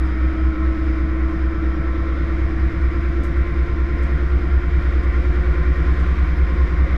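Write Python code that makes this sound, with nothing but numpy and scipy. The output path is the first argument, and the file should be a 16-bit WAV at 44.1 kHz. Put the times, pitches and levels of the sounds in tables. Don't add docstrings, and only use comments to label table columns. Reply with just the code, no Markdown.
import sys
import numpy as np
from scipy import signal
from scipy.fft import rfft, irfft
from scipy.io import wavfile
from scipy.ndimage import uniform_filter1d

SR = 44100
rng = np.random.default_rng(int(sys.argv[2]) if len(sys.argv) > 2 else 0)


def to_linear_factor(level_db):
    exponent = np.asarray(level_db, float) / 20
    return 10 ** exponent


def wav_record(signal):
    frames = np.transpose(np.atleast_2d(signal))
    bounded = np.clip(frames, -1, 1)
    quanta = np.round(bounded * 32767).astype(np.int16)
    wavfile.write(sys.argv[1], SR, quanta)


N = 307377
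T = np.arange(N) / SR
HZ = np.arange(N // 2 + 1) * SR / N + 1e-3

# f/Hz, level/dB per Hz
AIR_RUSH = [(10, -83), (22, -74.5), (40, -63), (120, -61.5), (250, -67.5), (405, -71), (860, -86.5),
            (1500, -71.5), (2700, -83), (4400, -92), (6500, -101), (9000, -111), (11500, -113),
            (12700, -117), (15200, -121), (22050, -125)]
# f/Hz, level/dB rms
WHISTLES = [
    (14099, -104),
    (14739, -90.5),
]
# f/Hz, width/Hz, level/dB per Hz
PANEL_CABINET_MODES = [(62, 10, -51),
                       (99.5, 6.2, -48), (202.8, 55, -59), (235, 14, -61), (275.3, 7.9, -58.5), (314.6, 65, -55)]
# f/Hz, width/Hz, level/dB per Hz
SHELL_MODES = [(445.4, 19, -64), (525, 118, -65), (711, 212, -72.5), (947, 63, -71), (1047.4, 43, -63.5),
               (1157, 188, -68), (1404, 200, -66.5), (1543, 120, -70.5), (1693, 74, -70), (1818, 26, -65.5),
               (1872, 110, -68), (2068, 350, -70), (2308, 198, -72.5), (3203, 54, -80.5), (3645, 660, -89),
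               (5000, 360, -90), (5600, 220, -95.5), (6350, 140, -99), (14100, 100, -116),
               (14760, 90, -113), (14500, 500, -117)]
# t/s, splash level/dB, mist level/dB, fade/s
FLUNG_DROPS = [(.05, -65, -72, 0.047), (1.285, -68, -80, 0.055), (2.8, -73, -78, 0.044),
               (3.231, -52, -59, 0.029), (3.363, -60, -81, 0.018), (3.47, -73, -78, 0.054),
               (4.024, -56, -67, .03), (5.03, -61, -81, 0.026), (5.75, -71, -79, 0.035),
               (5.992, -58, -74, 0.025), (6.36, -72, -69, 0.034)]
# f/Hz, level/dB per Hz
SPLASH_COLOUR = [(2000, -30), (4500, 0), (8500, -2), (10500, -20), (16000, -50)]
MIST_COLOUR = [(7000, -30), (9500, 0), (12400, 0), (13600, -18), (16000, -35)]

# top level/dB, f/Hz, width/Hz
SLOT_MULTIPLES = [32, -33, -34, -35, 36, 37, 38]
SLOT_PEAKS = [(-49, 291.8, 35.3), (-40, 300.9, 18.7), (-36.5, 312.3, 11), (-31.5, 315.2, 28),
              (-25, 307.2, 29.2), (-35.5, 348.6, 32.6), (-49, 347.4, 20)]
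# multiples; top level/dB, f/Hz, width/Hz
WHINE_MULTIPLES = [-71, 72, -73, 74, 108, 143, 144, 145]
WHINE_PEAKS = [(-54.5, 570, 180), (-50, 626, 170), (-53.5, 740, 98), (-61, 714, 58), (-44.5, 1080, 39),
               (-55, 1382, 64), (-44, 1313, 100), (-52.5, 1388, 56)]
# multiples; top level/dB, f/Hz, width/Hz
BETWEEN_MULTIPLES = [-5.552, 6.552, 7.552]
BETWEEN_PEAKS = [
    (-41.5, 54.0, 4.1),
    (-28.5, 73, 57),
    (-29.9, 68.2, 9.8),
]
# t/s, level/dB
BETWEEN_SURGES = [(0, -3), (.7, 0), (1.1, 2), (1.6, -4.5), (2.2, -13), (2.8, 5.5), (3.1, -9), (3.4, 4.5),
                  (4, -8.5), (4.6, 5.5), (5.2, -10.5), (5.8, -2.5), (6.4, 3), (6.97, 4)]
# multiples; top level/dB, f/Hz, width/Hz
THUD_MULTIPLES = [14, 15, 16, 17, 18]
THUD_PEAKS = [(-13.5, 128.7, 22), (-4.5, 143.4, 8.8), (6.0, 161.8, 11.9), (0.5, 171.5, 17), (-7, 163.0, 12)]
# f/Hz, width/Hz, level/dB per Hz over the blow
TUB_MODES = [(155, 28, -23)]
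# t/s, extra level/dB
HARD_LANDINGS = [(.04, -2.5), (.49, 3), (1.04, 6), (1.36, 7.5), (1.59, 2.5), (1.8, 8), (2.99, 2), (3.1, 3),
                 (3.92, 10), (4.15, 5), (5.08, 0), (5.91, 1), (6.31, 1), (6.81, 4)]
# multiples; top level/dB, f/Hz, width/Hz
KNOCK_MULTIPLES = [23, 25, 28, 29, 30, 47]
KNOCK_PEAKS = [(-41.5, 207.3, 22), (-47.5, 235.3, 12.3), (-46, 272.6, 12), (-49.5, 271.3, 10),
               (-36.5, 306.8, 34.6), (-50.5, 442, 88)]
# top level/dB, f/Hz, width/Hz
SWAY_PEAKS = [(-28.5, 10, 4.7), (-36.5, 30.1, 4.6)]
ROCK_PEAKS = [(-37, 39.5, 9), (-29.5, 48.9, 3.4)]
# multiples; top level/dB, f/Hz, width/Hz
LOAD_MULTIPLES = [6, 7, -8, -9, -10, -11, 12, 13]
LOAD_PEAKS = [(-19, 58.8, 4.5), (-20.3, 64.6, 41), (-42, 75.3, 11), (-40, 88.3, 5.2), (-39, 94.4, 8),
              (-44.5, 102.4, 8), (-49.5, 140, 48), (-48, 126.6, 13)]
# t/s, speed/turns per s
DRUM_SPEED = [
    (0, 8.981),
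    (6.97, 9.881),
]


def curves(table):
    s, *columns = np.transpose(table)
    return [np.interp(T, s, c) for c in columns]


def noise(power):
    return irfft(rfft(rng.standard_normal(N)) * np.sqrt(power * SR / 2), N)


def sloped(points):
    hz, db = np.transpose(points)
    return to_linear_factor(np.interp(np.log(HZ), np.log(hz), db)) ** 2


def walk(rate):
    k = int(SR / rate)
    held = np.repeat(rng.standard_normal(N // k + 1), k)
    return 1.87 * uniform_filter1d(uniform_filter1d(held, k), k)[:N]


def ringing(modes, flicker_db):
    out = np.zeros(N)
    for hz, width, db in modes:
        skirt = (1 + (2 * (HZ - hz) / width) ** 2) ** 2
        out += to_linear_factor(flicker_db * walk(6)) * noise(to_linear_factor(db) ** 2 / skirt)
    return out


def tone(turn, multiple, db, lead):
    wave = np.cos(2 * np.pi * (abs(multiple) * turn + lead))
    return np.sign(multiple) * np.sqrt(2) * to_linear_factor(db) * wave


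def multiples(turn, speed, at, peaks, wander_db, lead=0):
    out = np.zeros(N)
    for k, (db, hz, width) in zip(at, peaks):
        off_peak = 1 + (2 * (abs(k) * speed - hz) / width) ** 2
        out += tone(turn, k, db + wander_db * walk(3), lead) / off_peak
    return out


def door_sweep(turn):
    return np.cos(2 * np.pi * (turn - .86))


def air(turn, faster):
    level_db = -2.68 + 4 * faster + 0.77 * door_sweep(turn) + 0.62 * walk(8)
    return noise(sloped(AIR_RUSH)) * to_linear_factor(level_db)


def whistle():
    return sum(np.sqrt(2) * to_linear_factor(db + 3 * walk(30)) * np.sin(2 * np.pi * hz * T) for hz, db in WHISTLES)


def cabinet(turn):
    flex = np.cos(4 * np.pi * (turn - .17))
    return ringing(PANEL_CABINET_MODES, .5) * to_linear_factor(-0.5 + 2.5 * flex)


def shell(turn, faster):
    level_db = -0.2 + 2 * faster + 0.38 * door_sweep(turn) + 0.25 * walk(9)
    return ringing(SHELL_MODES, 0.89) * to_linear_factor(level_db)


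def drops():
    splash, mist = noise(sloped(SPLASH_COLOUR)), noise(sloped(MIST_COLOUR))
    splash, mist = splash / splash.std(), mist / mist.std()
    out = np.zeros(N)
    for s, splash_db, mist_db, fade in FLUNG_DROPS:
        age = np.maximum(T - s, 0)
        envelope = np.minimum(age / 0.0052, 1) * np.exp(-age / fade)
        out += envelope * (to_linear_factor(splash_db) * splash + to_linear_factor(mist_db) * mist)
    return out


def motor(turn, speed, faster):
    lead = .2 + .33 * faster
    slots = multiples(turn + .05, speed, SLOT_MULTIPLES, SLOT_PEAKS, 0.94, lead)
    whine = multiples(turn, speed, WHINE_MULTIPLES, WHINE_PEAKS, 1.1)
    return slots + whine * to_linear_factor(0.66 * walk(25))


def between_tones(turn, speed, lead):
    surge_db = curves(BETWEEN_SURGES)[0]
    return to_linear_factor(surge_db) * multiples(turn - .085, speed, BETWEEN_MULTIPLES, BETWEEN_PEAKS, 1.2, lead)


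def thuds(turn, speed):
    turn = turn - .38
    pre_swell = np.cos(2 * np.pi * (turn + .2))
    rattle = ringing(TUB_MODES, 0.39) * to_linear_factor(4.9 * pre_swell - 4 * (speed - speed.mean()))
    ring = multiples(turn, speed, THUD_MULTIPLES, THUD_PEAKS, 1.0)
    hard_db = sum(db * np.exp(-((T - s) / .035) ** 2) for s, db in HARD_LANDINGS)
    blow_db = -37 + hard_db + 1.2 * walk(9)
    return to_linear_factor(blow_db) * (ring + rattle)


def load_shake(turn, speed, lead):
    wander_db = .5
    sway = multiples(turn + .06, speed, [1, 3], SWAY_PEAKS, wander_db)
    rock = multiples(turn - .025, speed, [4, -5], ROCK_PEAKS, wander_db, .6 * lead)
    shake = multiples(turn - .2, speed, LOAD_MULTIPLES, LOAD_PEAKS, wander_db, lead)
    knock = multiples(turn - .4, speed, KNOCK_MULTIPLES, KNOCK_PEAKS, wander_db)
    return sway + rock + shake + knock


def scene():
    speed, = curves(DRUM_SPEED)
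    turn = -.062 + np.cumsum(speed) / SR
    faster = speed - speed[0]
    lead = .38 - .42 * faster
    background = air(turn, faster) + whistle() + cabinet(turn) + shell(turn, faster)
    machine = motor(turn, speed, faster) + between_tones(turn, speed, lead)
    drum = thuds(turn, speed) + load_shake(turn, speed, lead)
    return (background + drops() + machine + drum)[None]


def band_limit(x):
    return signal.sosfilt(signal.butter(12, 15290, fs=SR, output="sos"), x)


def record(dry):
    mix = dry * np.minimum((T[-1] - T) / .004, 1)
    return band_limit(mix)


dry = scene()
out = record(dry)
wav_record(out)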